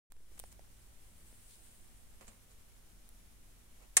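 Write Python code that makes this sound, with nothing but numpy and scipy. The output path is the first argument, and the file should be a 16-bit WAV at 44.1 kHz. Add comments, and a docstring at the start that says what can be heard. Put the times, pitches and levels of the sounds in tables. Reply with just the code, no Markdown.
"""Low rumble, faint hum and microphone hiss fade up: a quiet room, heard from a hand-held camera.
The moving camera drones, and fingers tick and bump on its body. A sleeve swishes and rustles as
the hand reaches for a turntable. The cue lever knocks twice, thumping the plinth, among short scuffs.
At the end comes one sharp, bright pop that rings in the shelf."""
import sys
import numpy as np
from scipy.fft import rfft, irfft, next_fast_len
from scipy.io import wavfile
from scipy.ndimage import uniform_filter1d, map_coordinates

SR = 44100
rng = np.random.default_rng(int(sys.argv[2]) if len(sys.argv) > 2 else 0)


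def persist_wave(psi):
    """Save psi, clipped to +-1, as 16-bit WAV."""
    counts = np.round(np.clip(psi, -1, 1) * 32767).astype(np.int16)
    wavfile.write(sys.argv[1], SR, np.atleast_2d(counts).T)


N = 176400
T = np.arange(N) / SR
AGE = np.arange(SR // 5) / SR  # time within one event, s
START_S = 0.1  # camera switches on


def amp(db):
    """Decibels to gain."""
    return 10 ** (np.asarray(db) / 20)


def unit(x):
    """Scale to rms 1."""
    return x / np.sqrt(np.mean(x ** 2) + 1e-20)


def along(points, hz):
    """Interpolate (f/Hz, value) points on a log frequency axis."""
    f, value = np.transpose(points)
    return np.interp(np.log(hz + 1), np.log(f + 1), value)


def pan(db):
    """Constant-power gains for a left-minus-right level."""
    half_db = np.atleast_1d(db) / 2
    gains = np.array([amp(half_db), amp(-half_db)])
    return gains / np.sqrt(np.mean(gains ** 2, axis=0))


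def wobble(rate_hz):
    """Smooth random curve, rate_hz knots a second."""
    return map_coordinates(rng.standard_normal(2048), [T * rate_hz], mode="wrap")


def fall(t60_s):
    """Exponential decay."""
    return np.exp(-np.log(1000) * AGE / t60_s)


def rise(tau_s):
    """Exponential attack."""
    return 1 - np.exp(-AGE / tau_s)


def swell(centre_s, sigma_s):
    """Gaussian envelope."""
    return np.exp(-((T - centre_s) / sigma_s) ** 2 / 2)


def filtered(x, response):
    """Apply a gain given as a function of f/Hz."""
    size = next_fast_len(N + SR // 2)
    hz = np.fft.rfftfreq(size, 1 / SR)
    return irfft(rfft(x, size) * response(hz), size)[..., :N]


# Stereo likeness of noise: f/Hz, left-right correlation
COHERENCE = [(40, 0.81), (130, 0.3), (290, 0.36), (640, 0.16), (1400, 0.046), (3000, 0.025)]

def noise(spectrum):
    """Stereo noise of rms 1, alike in the bass and unrelated in the treble."""
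    def mid_side_gains(hz):
        angle = np.arccos(np.clip(along(COHERENCE, hz), -1, 1)) / 2
        return amp(along(spectrum, hz)) * [np.cos(angle), np.sin(angle)]
    mid, side = filtered(rng.standard_normal((2, N)), mid_side_gains)
    return unit(np.array([mid + side, mid - side]))


def burst(spectrum, envelope):
    """Stereo noise burst, whitened, then coloured by a minimum-phase filter."""
    count = len(AGE)
    grit = rfft(np.sign(rng.standard_normal((2, count))) * envelope)
    power = uniform_filter1d(abs(grit) ** 2, size=120, axis=1)
    colour = unit(amp(along(spectrum, np.fft.rfftfreq(count, 1 / SR))))
    gain = colour * np.sqrt(power.mean() / power)
    causal = np.sign(np.fft.fftfreq(count)) + 1
    cepstrum = irfft(np.log(gain), count) * causal
    return irfft(grit * np.exp(rfft(cepstrum)), count)


def add(out, start_s, sound):
    """Mix in one stereo event."""
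    part = out[:, int(start_s * SR):][:, :len(AGE)]
    part += sound[:, :part.shape[1]]


# Hum lines: f/Hz, level/dB
HUM_LINES = [(37, -70.5), (100, -75.5), (185.5, -84), (238, -83)]
# Room rumble: f/Hz, relative density/dB
RUMBLE_SPECTRUM = [(12, -11), (25, -9), (30, -9), (38, 1), (48, 0.5), (56, -6.5), (75, -8), (105, -16.5),
                   (125, -16), (220, -18.5), (265, -22), (330, -20.5), (400, -30), (800, -66)]
# Microphone hiss: f/Hz, relative density/dB
HISS_SPECTRUM = [(180, -44), (300, -8.5), (425, -3.5), (536, -5), (653, -4.5), (734, -6), (852, -7),
                 (1150, -8), (2380, -8.5), (2580, -10.5), (2900, -9), (4770, -12), (5350, -10.5),
                 (10000, -7.5), (15700, -15)]

def room(fade_db=-10, fade_s=0.23):
    """Slightly unsteady hum, rumble and microphone hiss fade up after switch-on."""
    hum = 0
    for hz, db in HUM_LINES:
        peak = np.sqrt(2) * amp(db + 2 * wobble(2.68))
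        hum += peak * np.sin(2 * np.pi * hz * T + 0.54 * wobble(4.06))
    rumble = amp(-62.5 + 1.2 * wobble(6.3)) * noise(RUMBLE_SPECTRUM)
    hiss = amp(-65.5 + 0.5 * wobble(34.99)) * noise(HISS_SPECTRUM)
    fade = amp(fade_db * np.clip(1 - (T - START_S) / fade_s, 0, 1))
    return fade * (hum + rumble + hiss)


# Drone of the moving camera: t/s, level/dB
DRONE_LEVELS = [(.1, -70), (.28, -78), (.42, -64.5), (.78, -63.5), (1.0, -82), (1.35, -71), (1.6, -85),
                (2.2, -90)]
# Drone: f/Hz, relative density/dB
DRONE_SPECTRUM = [(30, -21), (50, -4), (60, 8), (68, 1.5), (76, -7), (95, -29), (160, -16), (300, -25),
                  (500, -33), (1500, -61)]
# Air pressure sway below hearing: f/Hz, relative density/dB
SWAY_SPECTRUM = [(2, -5), (13, 6.5), (16, -6), (21, -16.5), (30, -41), (60, -120)]

def handling(settle_s=0.11):
    """The swinging camera drones, air pressure sways, and the microphone settles after switch-on."""
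    drone_db = np.interp(T, *np.transpose(DRONE_LEVELS)) + 1.2 * wobble(8.3)
    drone = amp(drone_db) * noise(DRONE_SPECTRUM)
    sway = amp(-60) * noise(SWAY_SPECTRUM)
    progress = np.maximum(T - START_S, 0) / settle_s
    settling = amp(-41) * progress * np.exp(-progress)
    return drone + sway + settling


# Finger touches: t/s, tick/dB, knock/dB, thud/dB, thud f/Hz, thud t60/s, left-right/dB
FINGER_TOUCHES = [(0.1212, -38.5, -50.5, -72, 810, .009, -13), (.166, -59, -61.5, -58, 400, .009, -3),
                  (.205, -66, -65, -54, 447, 0.008, 0), (.318, -68, -60, -49, 390, 0.011, -15),
                  (.393, -30, -59, -62, 500, .009, 24), (0.3986, -27.5, -49, -41, 496, 0.0077, -5),
                  (.439, -51, -44.5, -33, 770, 0.0065, -17), (0.5273, -41.5, -58, -62, 800, .009, 10),
                  (.5935, -70, -50, -38, 680, 0.0082, -14), (1.328, -76, -56, -40.5, 420, 0.0037, 0),
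                  (3.0907, -41.5, -69, -80, 603, .009, 0)]
# Tick: f/Hz, relative level/dB
TICK_SPECTRUM = [(200, -7), (800, -10), (2000, -16.5), (3300, -5.5), (4700, -11), (7000, -6), (8800, 3.5),
                 (10000, -2), (11000, -3.5), (13500, -6), (15800, -2)]
# Knock: f/Hz, relative level/dB
KNOCK_SPECTRUM = [(200, -2.5), (900, 1), (1600, 0.5), (2700, -4), (3600, -21), (5400, -2), (8000, -16)]

def fingers():
    """Each light touch on camera or turntable mixes a dry tick, a duller knock and a damped thud."""
    out = np.zeros((2, N))
    for start_s, tick_db, knock_db, thud_db, hz, t60_s, pan_db in FINGER_TOUCHES:
        tick = amp(tick_db) * burst(TICK_SPECTRUM, fall(0.002) + amp(-23) * fall(0.025))
        knock = amp(knock_db) * burst(KNOCK_SPECTRUM, fall(0.0043))[0]
        thud = amp(thud_db) * np.sin(2 * np.pi * hz * AGE) * fall(t60_s) * rise(0.00058)
        add(out, start_s, pan(pan_db) * (tick + knock + thud))
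    return out


# Sleeve and skin sliding: t/s, level/dB, left-right/dB
SLIDE_PATH = [(.25, -86, 3), (.38, -69, 5), (.42, -66, 8), (.48, -63.5, 1), (.56, -82, 1), (.8, -72, -2),
              (.92, -75.5, -5), (1.2, -67, 1), (1.4, -65, 1), (1.52, -63, 1), (1.7, -64.5, 1),
              (1.92, -69.5, 1), (2.4, -75, -5), (2.7, -100, 0)]
# Swish: f/Hz, relative density/dB
SWISH_SPECTRUM = [(1000, -16), (3000, -9.5), (6000, -14), (8500, 0.5), (10300, -2.5), (12000, -13),
                  (15500, -10)]
# Rustle: f/Hz, relative density/dB
RUSTLE_SPECTRUM = [(1000, -24), (2500, -4), (4000, 3), (6000, -1), (9000, 5), (12000, -3), (15500, -9)]

def sleeve():
    """A soft, high swish follows the arm; the sleeve creases once with a grainy rustle."""
    times_s, db, pan_db = np.transpose(SLIDE_PATH)
    swish = amp(np.interp(T, times_s, db) + 1.25 * wobble(30.2)) * noise(SWISH_SPECTRUM)
    crease = swell(centre_s=1.53, sigma_s=0.026) * amp(-62 + 2.3 * wobble(250))
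    rustle = crease * noise(RUSTLE_SPECTRUM)
    return pan(np.interp(T, times_s, pan_db)) * (swish + rustle)


# Rubbing strokes: centre t/s, sigma/s, dull/dB, bright/dB
STROKES = [(0.381, 0.004, -62.5, -60), (0.521, 0.0081, -78, -65), (1.695, .012, -86, -66),
           (2.224, 0.013, -60.5, -69), (2.274, 0.0044, -70.5, -62), (2.31, 0.042, -69, -72),
           (2.518, 0.0083, -76, -66), (3.827, 0.02, -65, -69)]
# Dull part of scuffs and lever: f/Hz, relative density/dB
DULL_SPECTRUM = [(120, -16), (250, -7), (500, 0), (1100, -2), (1600, -6), (2400, -6), (3500, -16),
                 (8000, -24)]
# Bright part of scuffs and lever: f/Hz, relative density/dB
BRIGHT_SPECTRUM = [(500, -16), (2000, -5), (4000, -3.5), (5500, -5), (7000, 5.5), (9300, 3.5), (11500, -11),
                   (15500, -11)]

def scuffs(grain_db=2.8):
    """Short grainy rubs, each with a dull and a bright part."""
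    dull, bright = np.zeros(N), np.zeros(N)
    for centre_s, sigma_s, dull_db, bright_db in STROKES:
        stroke = swell(centre_s, sigma_s)
        dull += amp(dull_db) * stroke
        bright += amp(bright_db) * stroke
    grain = unit(amp(grain_db * wobble(350)))
    return pan(db=-3.5) * grain * (dull * noise(DULL_SPECTRUM) + bright * noise(BRIGHT_SPECTRUM))


# Cue lever knocks: t/s, dull/dB, bright/dB, thump/dB
LEVER_KNOCKS = [(2.2106, -56, -61, -63), (2.2806, -58, -52.5, -56.5)]

def lever(plinth_hz=217.6):
    """The cue lever knocks in its play: a click, a short wash in the shelf, a thump of the plinth."""
    out = np.zeros((2, N))
    click_and_wash = amp(5) * fall(0.0022) + fall(0.087)
    thump = np.sin(2 * np.pi * plinth_hz * AGE) * fall(0.17) * rise(0.0053)
    for start_s, dull_db, bright_db, thump_db in LEVER_KNOCKS:
        dull = amp(dull_db) * burst(DULL_SPECTRUM, click_and_wash)
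        bright = amp(bright_db) * burst(BRIGHT_SPECTRUM, click_and_wash)
        add(out, start_s, pan(db=-4.5) * (dull + bright + amp(thump_db) * thump))
    return out


# Crack and first echoes: delay/s
ARRIVAL_DELAYS_S = [0, .0006, .0019, .0052, .0074]
# Per arrival: level/dB, left-right/dB
ARRIVAL_LEVELS = [(-11, 0), (-7, 3), (-11, -5), (-17, -4), (-19, -1)]
# Crack: f/Hz, relative level/dB
CRACK_SPECTRUM = [(100, -23.5), (350, -21.5), (700, -14), (1300, -26), (1850, -11), (3000, -16), (3900, -8),
                  (4700, -10.5), (5800, -2), (6700, 6), (7600, 0), (8400, 3), (9400, 1), (11000, -13),
                  (12400, -6), (13600, -22), (15300, -14)]

def crack(t60_s=0.0034):
    """The pop's bright onset and its quick echoes add in power."""
    power = 0
    for delay_s, (db, pan_db) in zip(ARRIVAL_DELAYS_S, ARRIVAL_LEVELS):
        decay = np.interp(AGE - delay_s, AGE, fall(t60_s), left=0)
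        power += (amp(db) * pan(pan_db) * decay) ** 2
    return burst(CRACK_SPECTRUM, np.sqrt(power))


# Modes rung by the pop: f/Hz
MODES_HZ = [765, 1110, 1783, 1880, 2143, 2690, 3902, 6365, 6742, 7000, 7147, 7800, 8140, 8301, 8630, 9263,
            9410, 9750, 10140, 10470, 11500, 14150, 15400]
# Per mode: relative level/dB, t60/s
MODE_DECAYS = [(-39.5, .12), (-33.5, 0.087), (-23.5, 0.034), (-30, 0.055), (-23, 0.036), (-36.5, 0.1),
               (-28, 0.035), (-33, 0.034), (-17.5, 0.039), (-23, 0.037), (-28, .066), (-21, .045),
               (-23, 0.032), (-12.5, 0.044), (-21, 0.055), (-15, 0.051), (-20, 0.041), (-17, 0.039),
               (-22, 0.033), (-28, .035), (-36, 0.039), (-38, .024), (-36, .024)]

def ring(scatter_s=0.00025):
    """Short-lived modes reach each microphone port at a slightly different phase."""
    modes = 0
    for hz, (db, t60_s) in zip(MODES_HZ, MODE_DECAYS):
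        offset_s = scatter_s * rng.random((2, 1))
        modes += amp(db - 1.5) * fall(t60_s) * np.sin(2 * np.pi * hz * (AGE + offset_s))
    return modes * rise(0.0014)


# Shelf wash: f/Hz, relative level/dB
SHELF_SPECTRUM = [(150, -17.5), (500, -14), (1100, -9.5), (1900, 1), (3000, -5), (4700, -9), (6700, 0),
                  (9300, -2.5), (11000, -9.5), (12400, -15), (13600, -36), (15300, -34)]
# Room reverberation: f/Hz, relative level/dB
WALL_SPECTRUM = [(120, -35), (400, -1.5), (700, 0.5), (2000, -3), (4000, -9), (9000, 3), (12000, -13),
                 (15500, -22)]
# Crossfade of the left port to a quieter copy of the right: f/Hz, blend (0-1)
PORT_BLEND = [(900, 0.65), (1700, 0)]

def pop(start_s=3.9683):
    """A crack rings and washes through shelf and room; both ports hear its low part in phase."""
    onset, modes = crack(), ring()
    shelf = amp(-17.5) * burst(SHELF_SPECTRUM, fall(0.053) * rise(0.0027))
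    walls = amp(-34.5) * burst(WALL_SPECTRUM, fall(0.26) * rise(0.012))
    out = np.zeros((2, N))
    add(out, start_s, onset + pan(db=-0.5) * (modes + shelf + walls))
    left, right = out
    angle = lambda hz: np.pi / 2 * np.clip(along(PORT_BLEND, hz), 0, 1)
    left_highs = filtered(left, lambda hz: np.cos(angle(hz)))
    shared_lows = amp(-8.5) * filtered(right, lambda hz: np.sin(angle(hz)))
    return np.array([left_highs + shared_lows, right])


def scene():
    """All sources at the microphones."""
    return room() + handling() + sleeve() + fingers() + scuffs() + lever() + pop()


def record(dry):
    """The camera switches on and keeps nothing above its band limit."""
    ramp_s, top_hz, edge_hz = 0.004, 15850, 300
    gate = np.clip((T - START_S) / ramp_s, 0, 1)
    return filtered(dry * gate, lambda hz: np.clip((top_hz - hz) / edge_hz + 0.5, 0, 1))


dry = scene()
out = record(dry)
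persist_wave(out)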